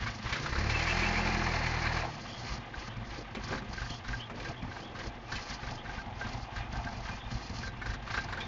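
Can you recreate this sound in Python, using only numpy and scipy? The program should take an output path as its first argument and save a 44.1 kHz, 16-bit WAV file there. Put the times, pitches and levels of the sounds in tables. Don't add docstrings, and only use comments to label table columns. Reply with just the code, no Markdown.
import sys
import numpy as np
from scipy import signal
from scipy.fft import rfft, irfft, next_fast_len
from scipy.io import wavfile

SR = 44100
rng = np.random.default_rng(int(sys.argv[2]) if len(sys.argv) > 2 else 0)


def unload_wav(signal):
    wavfile.write(
        sys.argv[1],
        SR,
        np.round(np.clip(np.atleast_2d(signal).T, -1, 1) * 32767).astype(np.int16),
    )


N = 373527
TIME = np.arange(N) / SR

# start in seconds, length in seconds, exhaust thump in dB,
# block clatter in dB, hiss in dB.
FEEDS = [(0.01, 0.099, -49.5, -43.5, -52), (0.264, 0.12, -55.5, -40.5, -52), (2.47, 0.06, -45, -44.5, -48),
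         (2.798, 0.049, -47, -47.5, -52), (3.107, 0.067, -45.5, -48.5, -53.5),
         (3.44, 0.096, -46.5, -48, -51.5), (3.734, 0.16, -48, -50, -51.5), (4.086, 0.081, -44, -49, -53.5),
         (4.406, 0.074, -47.5, -48.5, -54.5), (4.719, 0.086, -46.5, -52.5, -57.0),
         (4.992, 0.061, -45, -47.5, -53), (5.326, 0.075, -46, -45.5, -49), (5.501, 0.032, -48, -45.5, -46),
         (5.628, 0.096, -55, -50, -54), (5.893, 0.08, -47, -48.5, -56.5), (6.202, 0.16, -46.5, -48.5, -55),
         (6.565, 0.027, -43, -44.5, -53.5), (6.73, 0.21, -49.5, -53, -57), (7.052, 0.088, -48, -48.5, -54),
         (7.317, 0.11, -53, -51, -53), (7.546, 0.088, -43.5, -52, -50), (7.865, 0.053, -49.5, -50, -54),
         (8.106, 0.092, -51.5, -44, -51), (8.316, 0.15, -46, -48.5, -59)]
# frequency in Hz, relative level in dB, t60 in seconds.
PANELS = [(1740, 4, 0.045), (2024, 7.5, 0.042), (2160, 4, 0.031), (2278, 13, 0.035), (2400, 13.5, 0.036),
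          (2635, 8, 0.071), (3060, 1.5, 0.098)]


def amp(db):
    return 10 ** (np.asarray(db) / 20)


def evened(x):
    return x / np.sqrt(np.mean(x ** 2) + 1e-20)


def curves(rows):
    s, *columns = np.transpose(rows)
    return [np.interp(TIME, s, column) for column in columns]


def add(mix, s, sound):
    part = mix[max(round(s * SR), 0):][:len(sound)]
    part += sound[:len(part)]


def earlier(x, seconds):
    return np.interp(TIME + seconds, TIME, x)


def blend(idle, fast, share):
    return np.sqrt(1 - share) * evened(idle) + np.sqrt(share) * evened(fast)


def colour(x, points, size=16384):
    hz, db = np.transpose(points)
    bin_hz = abs(np.fft.fftfreq(size, 1 / SR))
    log_gain = np.log(amp(np.interp(np.log(bin_hz + 1), np.log(hz), db)))
    taps = np.fft.ifft(np.exp(np.conj(signal.hilbert(log_gain)))).real
    return signal.oaconvolve(x, taps[:size // 2])[:N]


def resonate(x, hz, width_hz):
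    return signal.lfilter(*signal.iirpeak(hz, hz / width_hz, SR), x)


def flutter(db, rate_hz):
    s = TIME[::SR // 300]
    hz = np.fft.rfftfreq(len(s), s[1])
    band = (hz > 6) * np.exp(-(hz / rate_hz) ** 2)
    wander = irfft(rfft(rng.standard_normal(len(s))) * band, len(s))
    return np.interp(TIME, s, amp(db * evened(wander)))


def swell(start, length, shape, times=TIME):
    attack_s, hold_share, release_s = shape
    t = times - start
    attack = np.minimum(t, 0) / attack_s
    release = np.maximum(t - hold_share * length, 0) / release_s
    return np.exp(np.maximum(attack - release, -20))


def fed(coast_db, shape, column):
    s = TIME[::20]
    power = sum((amp(row[column]) * swell(row[0], row[1], shape, s)) ** 2 for row in FEEDS)
    return 10 * np.log10(amp(coast_db) ** 2 + np.interp(TIME, s, power))


def firings(speed):
    cylinders_db = [0.78, 0.016, -0.13, -2]
    throttle_s = [0.528, 2.024]
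    spread_db = 4

    turns = np.cumsum(speed) / SR
    changes = np.sort([row[0] for row in FEEDS] + list(throttle_s))
    slip = np.unwrap(2 * np.pi * (np.interp(changes, TIME, turns) % 1)) / (2 * np.pi)
    at = np.flatnonzero(np.diff(np.floor(turns - np.interp(TIME, changes, slip))))
    chance = rng.standard_normal(N)[:len(at)] * (speed.min() / speed[at]) ** 2
    train = np.zeros(N)
    train[at] = amp(np.resize(cylinders_db, len(at)) + spread_db * chance) / np.sqrt(speed[at])
    return train


def bursts(train, rise_s, decay_s, steady):
    t = TIME[:SR // 6]
    shape = (1 - np.exp(-t / rise_s)) ** 2 * np.exp(-t / decay_s)
    power = abs(signal.oaconvolve(train ** 2, shape)[:N])
    return evened(rng.standard_normal(N) * np.sqrt(power / power.mean() + steady))


def pops(train):
    # frequency in Hz, relative gain in dB.
    pop_spectrum = [(8, -30.5), (28, -8), (42, 7), (82, 7), (125, -3.5), (170, -10), (260, -18), (900, -55)]
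    return_rad, return_spread_rad = 0.55, 0.3

    hz, db = np.transpose(pop_spectrum)
    size = next_fast_len(N)
    gain = amp(np.interp(np.log(np.fft.rfftfreq(size, 1 / SR) + 1), np.log(hz), db))
    angle = return_rad + return_spread_rad * rng.standard_normal(N)
    upright = rfft(train * np.cos(angle), size)
    turned = 1j * rfft(train * np.sin(angle), size)
    return irfft((upright + turned) * gain, size)[:N]


def exhaust_thump(train, puffs, flow, revving):
    # frequency in Hz, relative gain in dB.
    thump_spectrum = [(8, -29.5), (24, 3), (40, -2.5), (53, 14), (66, -7), (84, 5.5), (125, -13),
                      (190, -38.5), (400, -35), (900, -62.5)]
    return blend(colour(puffs + flow, thump_spectrum), pops(train), revving)


def pipe_boom(puffs, flow, revving):
    # frequency in Hz, relative gain in dB.
    gas_spectrum = [(60, -41), (95, -9), (120, 4), (140, -5), (165, -10.5), (205, -6), (250, -4),
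                    (300, -20.5), (500, -69.5)]
    # frequency in Hz, relative gain in dB.
    pulse_spectrum = [(80, -25), (106, 16.5), (130, -2), (165, -17.5), (196, -3), (213, 8.5), (236, -12.5),
                      (290, -22.5), (340, -7), (410, -19.5), (520, -10.5), (650, -41.5)]
    ragged = colour(0.7 * puffs + flow, gas_spectrum)
    return blend(ragged, colour(puffs, pulse_spectrum), 0.92 * revving)


def ringing(train, decay_s):
    t = TIME[:SR // 8]
    response = rng.standard_normal(len(t)) * np.exp(-t / decay_s)
    return evened(signal.oaconvolve(train, response)[:N])


def rattle(drive, uneven_db=6, width_hz=35):
    return evened(sum(amp(db) * resonate(drive, hz, width_hz) * flutter(uneven_db, rate_hz=2.9)
                      for hz, db, _ in PANELS))


def block_clatter(train, revving):
    # frequency in Hz, relative gain in dB.
    idle_spectrum = [(600, -29.5), (1000, 2), (1220, 6), (1420, -7.5), (1570, 6.5), (1680, 1), (2050, 2.5),
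                     (2450, -3), (3000, -3.5), (3700, -5), (4400, -18), (7000, -56.5)]
    # frequency in Hz, relative gain in dB.
    rasp_spectrum = [(600, -27.5), (1000, -2.5), (1450, -6), (1700, 0.5), (1930, -2.5), (2060, 0),
                     (2200, -6.5), (2400, -4.5), (2650, -9), (3200, -17), (4300, -12.5), (7000, -51.5)]
    # time in seconds, level in dB against the block.
    rattle_level = [(0.62, -19.5), (0.8, 0), (1.05, -2), (1.45, -11.5)]

    slap = bursts(earlier(train, 0.0076), rise_s=0.0016, decay_s=0.0019, steady=26.0)
    rasp = bursts(earlier(train, 0.0076), rise_s=0.00063, decay_s=0.017, steady=0.34)
    rasp = rasp + 0.8 * ringing(earlier(train, 0.0068), decay_s=0.022)
    rasp = rasp * flutter(1, rate_hz=45)
    uneven_slap = slap * flutter(1.9, rate_hz=56)
    clatter = blend(colour(uneven_slap, idle_spectrum), colour(rasp, rasp_spectrum), revving)
    return evened(clatter + amp(curves(rattle_level)[0]) * rattle(slap))


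def gas_hiss(train):
    # frequency in Hz, relative gain in dB.
    hiss_spectrum = [(1500, -20.5), (3000, -4.5), (3800, -11), (3990, 1.5), (4200, 5.5), (5000, 3.5),
                     (6200, -1.5), (7000, -8), (7600, -36.5)]
    gas = bursts(earlier(train, 0.0042), rise_s=0.0013, decay_s=0.0042, steady=3.5)
    return evened(colour(gas * flutter(1.87, rate_hz=56), hiss_spectrum))


def frame_rumble(train):
    # frequency in Hz, relative gain in dB.
    rumble_spectrum = [(180, -19.5), (290, 2.5), (350, 7), (400, -0.5), (470, 2.5), (540, 3.5), (620, -3),
                       (900, -46.5)]
    shake = bursts(earlier(train, 0.0017), rise_s=0.0049, decay_s=0.048, steady=5.7)
    return evened(colour(shake * flutter(1.9, rate_hz=82), rumble_spectrum))


def fan_and_gear_roar(train):
    # frequency in Hz, relative gain in dB.
    roar_spectrum = [(450, -27.5), (630, 0), (705, 10), (750, 5.5), (810, 9), (930, 4.5), (1030, -2.5),
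                     (1150, -2.5), (1400, -4.5), (3000, -57.5)]
    churn = bursts(earlier(train, 0.0017), rise_s=0.0017, decay_s=0.034, steady=2.2)
    return evened(colour(churn * flutter(2.0, rate_hz=30), roar_spectrum))


def fan(speed):
    # multiple of the blade rate, rms level in dB at full speed before flutter.
    fan_tones = [(1, -44), (2, -52.5), (4, -57.5)]
    blades_per_firing, speed_power = 4.17, 5

    turns = blades_per_firing * np.cumsum(speed) / SR
    hum = sum(amp(db) * np.sin(2 * np.pi * round(k) * turns) * flutter(1.4, rate_hz=30) for k, db in fan_tones)
    return np.sqrt(2) * hum * (speed / speed.max()) ** speed_power


def engine():
    # time in seconds, firings per second.
    base_speed = [(0.2, 24.3), (0.55, 33.87), (0.95, 42.16), (1.28, 43.06), (1.6, 39.43), (2.02, 39.74),
                  (2.25, 33), (2.6, 21), (7.8, 21), (8.2, 25.5)]
    # time in seconds,
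    # exhaust thump in dB, block clatter in dB, hiss in dB.
    effort = [(0.17, -60.5, -53, -57), (0.43, -50.5, -43, -49), (0.57, -31.5, -39, -48),
              (0.87, -35, -34.5, -44), (2.02, -37, -36.5, -48), (2.08, -49, -47.5, -54.5),
              (2.4, -56, -50, -52), (2.65, -68.5, -51, -65.5), (5.2, -54, -53.5, -67),
              (8.47, -48, -51, -67.5)]
    # time in seconds, pipe boom in dB, frame rumble in dB,
    # roar of fan and gears in dB.
    body = [(0.15, -47.5, -58.5, -54), (0.47, -47, -49.5, -52.5), (0.61, -41, -43.5, -44),
            (0.92, -42, -46, -39.5), (1.2, -38, -42, -38), (1.79, -38, -48.5, -42), (2.06, -44, -46, -39.5),
            (2.12, -46, -54, -49.5), (3, -51, -56.5, -55), (4, -49.5, -59.5, -54), (5, -50.5, -55, -52.5),
            (6.8, -50, -59, -49), (7.8, -49.5, -58, -55), (8.47, -48.5, -57.5, -50)]
    # start in seconds, length in seconds, level in dB.
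    shudders = [(3.18, 0.082, -48), (3.363, 0.02, -45), (3.5, 0.038, -49), (4.319, 0.49, -50),
                (4.796, 0.64, -53.5), (8.326, 0.14, -48)]
    # attack in seconds, hold as a share of its length, release in seconds.
    thump_shape = (0.11, .78, 0.082)
    clatter_shape = (0.037, 0.83, 0.079)
    hiss_shape = (0.039, 1.54, 0.012)
    surge_shape = (.05, 1.1, .07)
    shudder_shape = (0.01, 0.42, 0.021)
    surge_firings_per_s = 3
    boom_surge_db, rumble_surge_db, roar_surge_db = 4, 3.5, 3

    surge = np.max([swell(row[0], row[1], surge_shape) for row in FEEDS], axis=0)
    speed = curves(base_speed)[0] + surge_firings_per_s * surge
    thump_db, clatter_db, hiss_db = curves(effort)
    thump_db = fed(thump_db, thump_shape, column=2)
    clatter_db = fed(clatter_db, clatter_shape, column=3)
    hiss_db = fed(hiss_db, hiss_shape, column=4)
    boom_db, rumble_db, roar_db = curves(body)
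    shudder = sum(amp(db) * swell(s, length, shudder_shape) for s, length, db in shudders)
    revving = np.clip(np.minimum((speed - 25) / 9, (thump_db + 52) / 12), 0.06, 0.98)

    train = firings(speed)
    puffs = evened(earlier(train, 0.0022))
    flow = bursts(puffs, rise_s=0.002, decay_s=0.016, steady=0.1)
    out = amp(thump_db) * exhaust_thump(train, puffs, flow, revving)
    out += amp(boom_db + boom_surge_db * surge) * pipe_boom(puffs, flow, revving)
    out += amp(clatter_db) * block_clatter(train, revving)
    out += amp(hiss_db) * gas_hiss(train)
    out += np.hypot(amp(rumble_db + rumble_surge_db * surge), shudder) * frame_rumble(train)
    out += amp(roar_db + roar_surge_db * surge) * fan_and_gear_roar(train)
    return out + fan(speed)


def hums():
    # start in seconds, envelope peak in dB, pitch in Hz.
    pipe_hums = [(0.018, -31.5, 110.5), (0.362, -39, 144), (0.43, -40.5, 143.3), (2.95, -38.5, 114.5),
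                 (4.156, -36.5, 115.3)]
    rise_s, decay_s = 0.0079, 0.053

    out, t = np.zeros(N), TIME[:SR // 4]
    shape = (1 - np.exp(-t / rise_s)) ** 2 * np.exp(-t / decay_s)
    for s, db, hz in pipe_hums:
        add(out, s, amp(db) * shape / shape.max() * np.sin(2 * np.pi * hz * t))
    return out


def strike(modes, rise_s, chatter_s, crack_db, crack_band_hz):
    t = TIME[:SR // 4]
    contact = rng.standard_normal(len(t)) * np.exp(-t / chatter_s) * (1 - np.exp(-t / rise_s)) ** 2
    modal = sum(amp(db - 60 * t / t60) * np.sin(2 * np.pi * hz * t) for hz, db, t60 in modes)
    ring = signal.fftconvolve(contact, modal)[:len(t)]
    crack_filter = signal.butter(2, crack_band_hz, "bandpass", fs=SR, output="sos")
    crack = signal.sosfilt(crack_filter, contact)
    sound = evened(ring) + amp(crack_db) * evened(crack)
    return sound / abs(sound).max()


def steel_knocks():
    # start in seconds, ring peak in dB, peak of the clack's noise envelope in dB.
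    knocks = [(0.021, -34, -40.5), (0.06, -27, -37), (0.257, -45, -38), (0.294, -37, -44),
              (0.324, -29, -52), (0.354, -38, -33.5), (0.432, -48, -42), (0.458, -42, -34.5),
              (0.522, -47, -35), (0.552, -36, -36), (1.851, -24.5, -45), (1.964, -31, -40),
              (1.998, -40, -50), (2.735, -33.5, -50), (3.486, -38, -43), (3.525, -34.5, -38),
              (3.572, -33.5, -44), (3.727, -43, -55), (3.775, -33.5, -52), (3.814, -40, -41),
              (3.854, -38, -65), (4.043, -39, -46), (4.081, -33, -53), (4.127, -29.5, -53),
              (4.446, -33, -52), (4.71, -38, -53), (4.76, -44, -44), (4.947, -39, -43), (4.986, -40, -60),
              (5.315, -30.5, -41), (5.629, -32, -61), (5.667, -36, -47), (5.852, -37, -52),
              (5.889, -36, -53), (5.98, -35, -62), (6.21, -31, -45), (6.263, -47, -42), (6.557, -37, -43),
              (6.748, -37, -54), (6.865, -33, -52), (7.083, -35, -41), (7.626, -36, -42), (7.67, -33, -62),
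              (7.814, -28.5, -51), (7.856, -34, -39), (7.895, -32, -56), (7.933, -40, -39.5),
              (8.072, -41, -44), (8.099, -39, -42), (8.138, -31, -31), (8.173, -24.5, -38),
              (8.284, -38, -42), (8.322, -32, -34.5), (8.37, -33, -40.5)]
    # frequency in Hz, relative level in dB, t60 in seconds.
    steel = [(556, -20, 0.077), (1190, -7, 0.041), (1539, -7, 0.085), (1589, 4, 0.093), (1784, -3.5, 0.069),
             (2220, -13, 0.06), (3900, -16.5, 0.14)]
    # frequency in Hz, relative gain in dB.
    clack_spectrum = [(200, -19.5), (600, -10), (950, 1), (1200, 2), (1700, 2), (2300, -13.5), (3000, -18),
                      (3800, -9), (6500, -26.5)]
    clack_rise_s, clack_decay_s = 0.004, 0.01
    detune, mode_spread_db = 0.008, 3

    out, blows, t = np.zeros(N), np.zeros(N), TIME[:SR // 4]
    blow = (1 - np.exp(-t / clack_rise_s)) ** 2 * np.exp(-t / clack_decay_s)
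    for s, ring_db, clack_db in knocks:
        pitch = 1 + detune * rng.standard_normal()
        modes = [(hz * pitch, db + mode_spread_db * rng.standard_normal(), t60) for hz, db, t60 in steel]
        knock = strike(modes, rise_s=0.003, chatter_s=0.007, crack_db=-10, crack_band_hz=(1350, 2100))
        add(out, s, amp(ring_db) * knock)
        add(blows, s, amp(clack_db) * blow / blow.max())
    return out + blows * evened(colour(rng.standard_normal(N), clack_spectrum))


def coughs():
    # crest time in seconds, peak in dB.
    hard_firings = [(0.025, -27.5), (0.101, -32), (0.261, -29), (0.294, -38), (0.327, -28), (0.433, -38),
                    (0.468, -42), (0.495, -43), (0.527, -31.5), (2.524, -28), (2.782, -32.5), (3.778, -35),
                    (3.82, -28.5), (3.858, -36), (5.06, -41), (5.078, -30), (5.363, -37), (5.633, -36),
                    (5.673, -33.5), (5.856, -41), (5.981, -32), (6.358, -33), (6.433, -29), (6.525, -40),
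                    (6.608, -29), (6.699, -29), (6.789, -26), (6.861, -31), (7.052, -37), (7.094, -43),
                    (7.267, -32.5), (7.357, -27), (7.672, -34), (7.899, -25.5), (7.939, -31),
                    (8.179, -30.5)]
    ring_shape = (.005, 0, .02)
    swing_hz, swing_width_s = 54.3, 0.011
    ring_mean_hz, ring_spread, ring_db = 114.3, 0.056, -7.5

    t = np.arange(-SR // 8, SR // 8) / SR
    swing = np.cos(2 * np.pi * swing_hz * t) * np.exp(-abs(t) / swing_width_s)
    out = np.zeros(N)
    for s, db in hard_firings:
        hz = ring_mean_hz * (1 + ring_spread * rng.standard_normal())
        ring = np.cos(2 * np.pi * hz * t) * swell(0, 0, ring_shape, t)
        cough = swing + amp(ring_db) * ring
        add(out, max(s + t[0], 0), (amp(db) * cough / cough.max())[t >= -s])
    return out


def panel_clanks():
    # start in seconds, peak in dB.
    clanks = [(0.288, -32), (0.324, -23.5), (.695, -24), (0.789, -26.5), (0.986, -30.5), (1.265, -29),
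              (1.661, -27), (3.347, -32.5), (4.398, -36), (5.353, -30.5), (8.403, -32)]
    out = np.zeros(N)
    for s, db in clanks:
        clank = strike(PANELS, rise_s=0.0013, chatter_s=0.014, crack_db=-5.0, crack_band_hz=(2300, 4000))
        add(out, s, amp(db) * clank)
    return out


def belt_chirps():
    # start in seconds, rms level before the envelope in dB, length in seconds, mid pitch in Hz.
    chirps = [(2.262, -52, 0.32, 3330), (2.884, -54, 0.097, 3260), (3.883, -47.5, 0.15, 3310),
              (4.192, -45.5, 0.12, 3250), (4.56, -52.5, 0.1, 3340), (4.817, -52.5, 0.16, 3340),
              (5.776, -50, 0.087, 3350), (7.19, -54, 0.16, 3565), (8.397, -46.5, 0.11, 3600)]
    width_hz, glide_hz, warble_hz = 300, 480, 90
    clear = 0.35
    skew = 0.38

    out = np.zeros(N)
    for s, db, length_s, hz in chirps:
        u = np.linspace(0, 1, int(length_s * SR))
        noise = rng.standard_normal((3, SR))[:, :len(u)]
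        real, imag, slip = signal.lfilter(*signal.butter(2, width_hz / 2, fs=SR), noise)
        pitch_hz = hz + glide_hz * (u - 0.5) + warble_hz * evened(slip)
        fuzz = evened(real) + 1j * evened(imag)
        grip = np.sqrt(clear) + np.sqrt((1 - clear) / 2) * fuzz
        squeak = (grip * np.exp(2j * np.pi * np.cumsum(pitch_hz) / SR)).real
        add(out, s, amp(db) * evened(squeak) * np.sin(np.pi * u ** skew) ** 2)
    return out


def bucket_clunks():
    # start in seconds, ring peak in dB, thud level before decay in dB, thud pitch in Hz.
    clunks = [(3.347, -34, -45, 393), (3.369, -37.5, -30.5, 221), (3.48, -41, -47, 95),
              (3.504, -33, -33, 129), (3.522, -29.5, -36.5, 346), (3.546, -29.5, -34, 264),
              (3.62, -37.5, -34.5, 200), (4.297, -32.5, -52, 218)]
    # frequency in Hz, relative level in dB, t60 in seconds.
    bucket = [(235, 8, 0.21), (325, -12, 0.37), (401, 5, 0.17), (533, -3, 0.25), (710, -8, .07),
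              (1240, -5, 0.029), (2325, -6, 0.034)]
    thud_decay_s = 0.011

    out, t = np.zeros(N), TIME[:SR // 4]
    for s, ring_db, thud_db, thud_hz in clunks:
        thud = np.sin(2 * np.pi * thud_hz * t) * np.exp(-t / thud_decay_s)
        ring = strike(bucket, rise_s=0.00092, chatter_s=0.015, crack_db=1, crack_band_hz=(200, 1400))
        add(out, s, amp(ring_db) * ring + amp(thud_db) * thud)
    return out


def scene():
    steelwork = steel_knocks() + panel_clanks() + bucket_clunks()
    return (engine() + hums() + steelwork + coughs() + belt_chirps())[None]


def record(dry):
    cutoff_hz = 7450
    taps = signal.firwin(401, cutoff_hz, window=("kaiser", 8), fs=SR)
    return signal.oaconvolve(dry, taps[None], "same")


dry = scene()
out = record(dry)
unload_wav(out)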